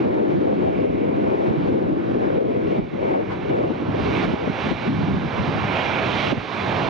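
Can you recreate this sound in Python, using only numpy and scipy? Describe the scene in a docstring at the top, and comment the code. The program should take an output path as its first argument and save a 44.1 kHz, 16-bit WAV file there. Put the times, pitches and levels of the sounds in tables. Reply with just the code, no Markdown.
"""Outdoors in a breeze, under a distant airliner that climbs away and banks.
Its jet exhaust makes a deep roar and a hiss. A few thin, steady high whines are also heard.
Eddies flutter and surge across the two microphone ports, so gain control holds the roar down.
As the wind drops and veers, roar and whines swell up; each stray gust ducks them again."""
import sys
import numpy as np
from scipy import signal
from scipy.fft import rfft, irfft
from scipy.io import wavfile
from scipy.ndimage import uniform_filter1d

SR = 44100
rng = np.random.default_rng(int(sys.argv[2]) if len(sys.argv) > 2 else 0)


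def dump_mix(stems):
    """Bounce the given channels to the path in sys.argv[1] as a 16-bit WAV at rate SR."""
    frames = np.atleast_2d(stems).T  # one column per channel
    limited = np.clip(frames, -1, 1)  # hard clip at full scale
    pcm = np.round(limited * 32767).astype(np.int16)
    wavfile.write(sys.argv[1], SR, pcm)


N = 303849
TIME_S = np.arange(N) / SR
FRAME_S = np.arange(N // 512 + 5)[:, None] * 512 / SR
BIN_HZ, FFT_HZ = np.fft.rfftfreq(2048, 1 / SR), np.fft.rfftfreq(N, 1 / SR)


def gain(db):
    """Decibels to amplitude."""
    return 10 ** (np.asarray(db) / 20)


def unit_rms(x):
    """Scale to rms 1."""
    return x / np.sqrt(np.mean(x ** 2) + 1e-20)


def over_time(rows, at_s=TIME_S):
    """Table columns interpolated in time."""
    t_s, *columns = np.transpose(rows)
    return [np.interp(at_s, t_s, c) for c in columns]


def over_freq(rows, at=BIN_HZ):
    """Table columns interpolated in log frequency."""
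    f, *columns = np.transpose(rows)
    return [np.interp(np.log(at + 1e-3), np.log(f), c) for c in columns]


def bump(centre_s, length_s):
    """Raised-cosine pulse."""
    return np.cos(np.pi * np.clip((TIME_S - centre_s) / length_s, -.5, .5)) ** 2


def drift(rate_hz):
    """Smooth random motion of rms 1, up to about rate_hz."""
    return unit_rms(irfft(rfft(rng.standard_normal(N)) * np.exp(-(FFT_HZ / rate_hz) ** 2), N))


def turbulence(colour_db, coherence, lead_rad, balance_db, patchy_db):
    """Coloured two-port noise of rms 1, patchy in time and frequency."""
    a, b, c, d, patches = rng.standard_normal((5, len(FRAME_S), len(BIN_HZ)))
    patches = unit_rms(uniform_filter1d(uniform_filter1d(patches, size=8, axis=0), size=18, axis=1))
    left = a + 1j * b
    right = coherence * left + np.sqrt(1 - coherence ** 2) * (c + 1j * d)
    left_share = 1 / (1 + gain(-balance_db) ** 2)
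    bins = np.array([left * np.sqrt(left_share) * np.exp(1j * lead_rad), right * np.sqrt(1 - left_share)])
    colour = gain(colour_db)
    bins *= colour / np.linalg.norm(colour, axis=-1, keepdims=True) * gain(patchy_db * patches)
    return unit_rms(signal.istft(bins.swapaxes(1, 2), nperseg=2048, noverlap=1536)[1][:, :N])


# exhaust spectra: f/Hz, relative density/dB
ROAR_SPECTRUM = [(30, -24), (100, -11.5), (250, -1), (450, -5), (700, -3.5), (1050, -5), (1270, -9),
                 (1500, -8.5), (1800, -11.5), (2100, -31.5), (2800, -71), (5000, -110)]
HISS_SPECTRUM = [(700, -82), (1500, -35.5), (1900, -6), (2130, -2), (2310, -1), (2560, -6.5), (2780, -5.5),
                 (3000, -9), (3300, -10), (3950, -12.5), (4350, -19.5), (5900, -27.5), (7500, -44),
                 (10000, -58), (15500, -64)]
# broad band in the hiss, gliding up as the aircraft banks: t/s, f/Hz, boost/dB
HISS_BAND = [(0, 2110, 3), (.35, 2280, -1.5), (.85, 2400, 5), (1.3, 2380, 3.5), (1.7, 2416, -1),
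             (2.4, 2330, 2.5), (3.2, 2210, 4), (4.15, 3210, -0.5), (4.5, 2510, 0.5), (5.45, 2400, -1),
             (5.78, 2470, 4.5), (5.95, 2510, 5.5), (6.22, 3930, 0.5), (6.89, 3360, 0.5)]
# jets at the ports: f/Hz, coherence, left lead/rad, L-R/dB
JET_STEREO = [(100, 0.8, 0.9, 3.5), (290, 0.8, -1.1, -4), (597, 0.66, 0.033, -4), (1000, 0.78, -1, -11),
              (1800, 1, -0.83, -13.5), (2070, 0.7, -0.61, -8.5), (2410, 1, -0.48, -9.5),
              (3500, 0.9, -0.11, -7.5), (5000, 0.93, 0.095, -5), (8000, .95, 0, 0)]
# level of the roar and hiss over time, before gain control: t/s, level/dB, extra hiss/dB
JET_ENVELOPE = [(0, -19, -2.5), (.2, -29, -2.5), (.45, -26, -3.5), (.85, -29, 3), (1.15, -31.5, 0.5),
                (1.42, -26, -0.5), (2.0, -30, -4), (2.3, -29, -3), (2.58, -34.5, 2.5), (2.77, -29.5, 1.5),
                (2.83, -33, 3.5), (2.95, -29.5, 1.5), (3.1, -35.5, 5.5), (3.27, -30.5, -1),
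                (3.47, -33.5, -1), (3.6, -33, 2.5), (3.8, -29, -2), (3.9, -30.5, -4), (4.05, -27.5, 0),
                (4.23, -23, 0), (4.4, -26, -1), (4.57, -25, -1.5), (4.7, -25.5, 0.5), (4.8, -27.5, 0),
                (5.12, -25.5, -2.5), (5.55, -24.5, -3), (5.78, -25.5, 1.7), (6.0, -29, -0.5),
                (6.28, -29.5, 4), (6.4, -29, 1), (6.6, -27, -0.5), (6.89, -29, -1.5)]


def jets(roar_db=8.5, hiss_db=2.18, shimmer_db=0.53, band_oct=0.39):
    """Exhaust mixing noise: a deep roar and a hiss, both shimmering slightly."""
    level_db, extra_hiss_db = over_time(JET_ENVELOPE)
    band_hz, boost_db = over_time(HISS_BAND, FRAME_S)
    band_db = boost_db * np.exp(-(np.log2((BIN_HZ + 1) / band_hz) / band_oct) ** 2)
    ports = over_freq(JET_STEREO)
    roar = turbulence(*over_freq(ROAR_SPECTRUM), *ports, patchy_db=-0.65)
    hiss = turbulence(over_freq(HISS_SPECTRUM)[0] + band_db, *ports, patchy_db=1.0)
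    exhaust = roar * gain(roar_db) + hiss * gain(hiss_db + extra_hiss_db)
    return exhaust * gain(level_db + shimmer_db * drift(rate_hz=5.4))


# thin steady high whines: f/Hz, relative level/dB
WHINE_TONES = [(4436, -39.5), (4723, -45), (5378, -37), (5788, -38), (12500, -74.5), (14050, -66.5)]


def whines(waver_hz=14, flicker_db=3, rest_db=-5.5, flare_db=18, left_db=-4, right_db=1.5):
    """Faint high tones that waver slightly and share the roar's envelope; the lowest flares once."""
    tones = []
    for hz, db in WHINE_TONES:
        level = gain(db + flicker_db * drift(rate_hz=6.5))
        pitch_hz = hz + waver_hz * drift(rate_hz=35)
        tones.append(level * unit_rms(np.sin(2 * np.pi * np.cumsum(pitch_hz) / SR)))
    tones[0] *= gain(rest_db + flare_db * bump(centre_s=6.17, length_s=.4))
    return sum(tones) * gain(over_time(JET_ENVELOPE)[0]) * gain([[left_db], [right_db]])


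# dying breeze with sudden lulls: t/s, strength/dB
BREEZE_ENVELOPE = [(0, 1.5), (.9, -4), (1.85, -2), (2.08, -9.5), (2.25, -7), (2.5, -6.5), (2.68, -8.5),
                   (2.84, -9), (2.9, -21.5), (2.97, -14.5), (3.2, -13.5), (3.26, -19), (3.48, -24),
                   (3.6, -12), (3.85, -19), (4.02, -16), (4.3, -13), (4.37, -19.5), (4.44, -14.5),
                   (4.56, -26.5), (4.78, -29), (4.9, -18), (5.5, -29.5), (5.8, -40), (6.35, -30),
                   (6.47, -55), (6.62, -36), (6.89, -33.5)]
# surges: start/s, length/s, strength/dB, eddy rate/Hz, extra whoosh/dB, L-R/dB
BREEZE_SURGES = [(1.247, 0.34, -10.5, 349, 3, 0.5), (2.186, 0.13, -19, 330, 3, 0.5),
                 (2.686, .11, -19, 320, 1, 0.5), (2.987, 0.27, -12, 331.5, 5.5, 0.5),
                 (3.485, 0.23, -11.5, 323, 6, -0.5), (3.941, 0.37, -25, 270, -1, -2),
                 (4.846, 0.48, -10, 174, -2.5, -1), (5.374, .32, -20.5, 175, -4.5, 1)]


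def airflow(base_hz=321.6, hz_per_db=1, wander_oct=0.062, rise_s=0.042, ebb_share=0.32, jitter_db=0.13):
    """Wind control curves: a stronger breeze sheds eddies faster; surges rise, hold and ebb."""
    breeze_db, = over_time(BREEZE_ENVELOPE)
    power = gain(breeze_db) ** 2
    eddy_hz = base_hz + hz_per_db * breeze_db
    extra_db = side_db = 0
    for start_s, length_s, db, hz, whoosh_db, balance_db in BREEZE_SURGES:
        rise = (TIME_S - start_s) / rise_s
        ebb = (start_s + length_s - TIME_S) / (ebb_share * length_s)
        surge = np.clip(np.minimum(rise, ebb), 0, 1)
        power += (gain(db) * surge) ** 2
        eddy_hz += surge * (hz - eddy_hz)
        extra_db += surge * whoosh_db
        side_db += surge * balance_db
    eddy_hz *= 2 ** (wander_oct * drift(rate_hz=8))
    strength_db = 10 * np.log10(power) + jitter_db * drift(rate_hz=23)
    return strength_db, eddy_hz, extra_db, side_db


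# wind rumble: f/Hz, relative density/dB
RUMBLE_SPECTRUM = [(20, -22.5), (45, -10), (75, -6), (110, 5.5), (145, 0), (200, 1), (400, -73),
                   (1500, -120)]
# eddy spectra: multiple of eddy rate, relative density/dB
FLUTTER_SPECTRUM = [(.1, -51), (.25, -23.5), (.43, -6), (.6, -3.5), (.78, -3.5), (1.03, 2), (1.25, -4.5),
                    (1.7, -17), (2.3, -19.5), (4, -74), (12, -130)]
WHOOSH_SPECTRUM = [(.32, -63), (.9, -18), (1.2, -4.5), (1.48, 3), (1.8, -1.5), (2.25, -6), (3.1, -17.5),
                   (4.7, -21.5), (6.6, -29.5), (9.5, -39.5), (16, -58), (26, -71), (48, -100)]
# crosswind at the ports: f/Hz, coherence, left lead/rad, L-R/dB
CROSSWIND_STEREO = [(62, 0.6, -1, 0), (141, 0.2, -3.5, -3.5), (205, 1, -1, -1.5), (390, 0.69, -1.7, 5.5),
                    (448, 0.95, -2.5, 3.5), (720, 0.93, -3, 1.5), (990, 0.89, -4, 1),
                    (3980, 0.8, -0.5, 0.5)]
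# wind direction: t/s, veer (0 across the ports, 1 head-on)
WIND_DIRECTION = [(0, 0.059), (2.65, 0.16), (2.79, 0.5), (3.2, 0.44), (3.8, 0.95), (4.6, 0.82), (5, 0.51),
                  (5.5, 1), (6.89, 1)]


def wind(rumble_db=-13.5, whoosh_db=-2.5, lumpy_db=1.1, slowest_hz=105, head_on_coherence=0.73):
    """Eddies shed by the microphone's housing; a crosswind pushes on one port and pulls on the other."""
    strength_db, eddy_hz, extra_db, side_db = airflow()
    veer, = over_time(WIND_DIRECTION, FRAME_S)
    coherence, lead_rad, balance_db = over_freq(CROSSWIND_STEREO)
    veered_coherence = coherence + veer * (head_on_coherence - coherence)
    ports = veered_coherence, lead_rad * (1 - veer), balance_db * (1 - veer)
    rumble = turbulence(*over_freq(RUMBLE_SPECTRUM), *ports, patchy_db=2.0)
    rumble *= gain(rumble_db + 0.37 * strength_db)
    # flutter pitch tracks the eddy rate, but the small housing sheds no very slow eddies
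    multiple = BIN_HZ / np.interp(FRAME_S, TIME_S, eddy_hz)
    rolloff_db = 10 * np.log10(1 + (slowest_hz / (BIN_HZ + 1)) ** 6)
    flutter = turbulence(over_freq(FLUTTER_SPECTRUM, multiple)[0] - rolloff_db, *ports, patchy_db=0.2)
    flutter *= gain(strength_db)
    # the smallest eddies always slide across the ports, and come in lumps
    lumps = gain(whoosh_db + 0.82 * strength_db + extra_db + lumpy_db * drift(rate_hz=51))
    patchy_db = 3.0 / np.hypot(1, (BIN_HZ / 700) ** 2)
    whoosh = turbulence(*over_freq(WHOOSH_SPECTRUM, multiple), coherence, lead_rad, balance_db, patchy_db)
    return (rumble + flutter + whoosh * lumps) * gain([side_db / 2, -side_db / 2])


# gusts: t/s, push/dB, ruffle/dB, ruffle centre/Hz, ruffle length/s, L-R/dB
GUST_EVENTS = [(0.355, -19, -3, 240, .12, -3), (1.505, -19, -1.5, 230, .08, -12),
               (1.588, -22, -3.5, 240, 0.053, -11), (2.783, -26, -5, 332, .055, -4),
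               (2.796, 4.5, 3.5, 323, 0.023, -4.5), (2.945, -27, -5.5, 340, 0.059, 3),
               (3.323, -36, -18.5, 1580, 0.085, 0), (3.518, -20, -14, 486, 0.078, 1),
               (3.704, -13, -5, 400, 0.061, 3.5), (3.822, -34, -13.5, 380, 0.09, -3),
               (3.888, -26, -8, 280, 0.032, -1), (4.06, -22, -20, 110, 0.19, 8),
               (4.25, -3.5, -11, 305, 0.035, 3), (4.295, -24, -8, 260, 0.065, -5),
               (4.339, -22, -1, 332, 0.024, 0), (4.478, -29, -5, 394, 0.022, 4),
               (4.5, -21, -3.5, 294, 0.015, -8), (4.667, -34, -14, 430, 0.079, 1),
               (4.72, -6, -9, 340, 0.042, 7), (4.91, -8, -10, 242, 0.05, -2),
               (5.148, -9.5, -5, 210, 0.036, 2), (5.404, -29, -9.5, 220, 0.066, -1),
               (5.494, -30, -16, 260, 0.051, 12), (5.56, -31, -13, 248, 0.041, 5.5),
               (6.329, -12, -6, 342, 0.027, -5.5), (6.379, -11, -8.5, 217, 0.034, -1)]
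# ruffle spectrum: multiple of centre, relative density/dB
RUFFLE_SPECTRUM = [(.12, -44), (.35, -8.5), (.6, 5), (1, -3), (1.5, -12), (3, -25.5), (6, -52), (14, -120)]


def gusts(push_s=0.029, push_lag_s=0.015, crosswind_shared=0.47):
    """Each gust is a short ruffle of noise and a slow, mostly infrasonic push of pressure."""
    out = np.zeros((2, N))
    for t_s, push_db, ruffle_db, centre_hz, length_s, balance_db in GUST_EVENTS:
        colour = gain(*over_freq(RUFFLE_SPECTRUM, FFT_HZ / centre_hz))
        shared, apart = irfft(rfft(rng.standard_normal((2, N))) * colour, N)
        shared *= crosswind_shared + over_time(WIND_DIRECTION, t_s)[0]  # ports share more head-on
        swell = bump(t_s, length_s)
        level = gain(ruffle_db) * np.sqrt(np.mean(swell ** 2))
        push = gain(push_db) * bump(t_s + push_lag_s, push_s)
        for port, side in enumerate((1, -1)):
            ruffle = unit_rms(swell * (shared + side * apart))
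            out[port] += level * gain(side * balance_db / 2) * ruffle + push
    return out


def scene():
    """The distant aircraft, thin whines, and the wind right at the microphone."""
    return jets() + whines() + wind() + gusts()


def record(dry, threshold_db=-21.5, squeeze=0.86, recovery_db_per_s=28, lag_s=0.005, band_hz=(50, 15700)):
    """Gain control ducks fast and recovers slowly; a low cut strips the pushes, a high cut the top."""
    power_db = 10 * np.log10(abs(uniform_filter1d((dry ** 2).mean(0), size=700)) + 1e-12)
    climb_db = TIME_S * recovery_db_per_s
    held_db = np.maximum.accumulate(power_db + climb_db) - climb_db
    over_db = np.maximum(held_db - threshold_db, 0)
    # the lag lets the front of each gust through as a thump
    duck_db = np.interp(TIME_S - lag_s, TIME_S, squeeze * uniform_filter1d(over_db, size=300))
    ducked = dry * gain(-duck_db) * signal.windows.tukey(N, .001)
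    low_cut = signal.butter(5, band_hz[0], "highpass", fs=SR, output="sos")
    high_cut = signal.firwin(511, band_hz[1], window=("kaiser", 9), fs=SR)
    return signal.oaconvolve(signal.sosfilt(low_cut, ducked), high_cut[None], "same")


dry = scene()
out = record(dry)
dump_mix(out)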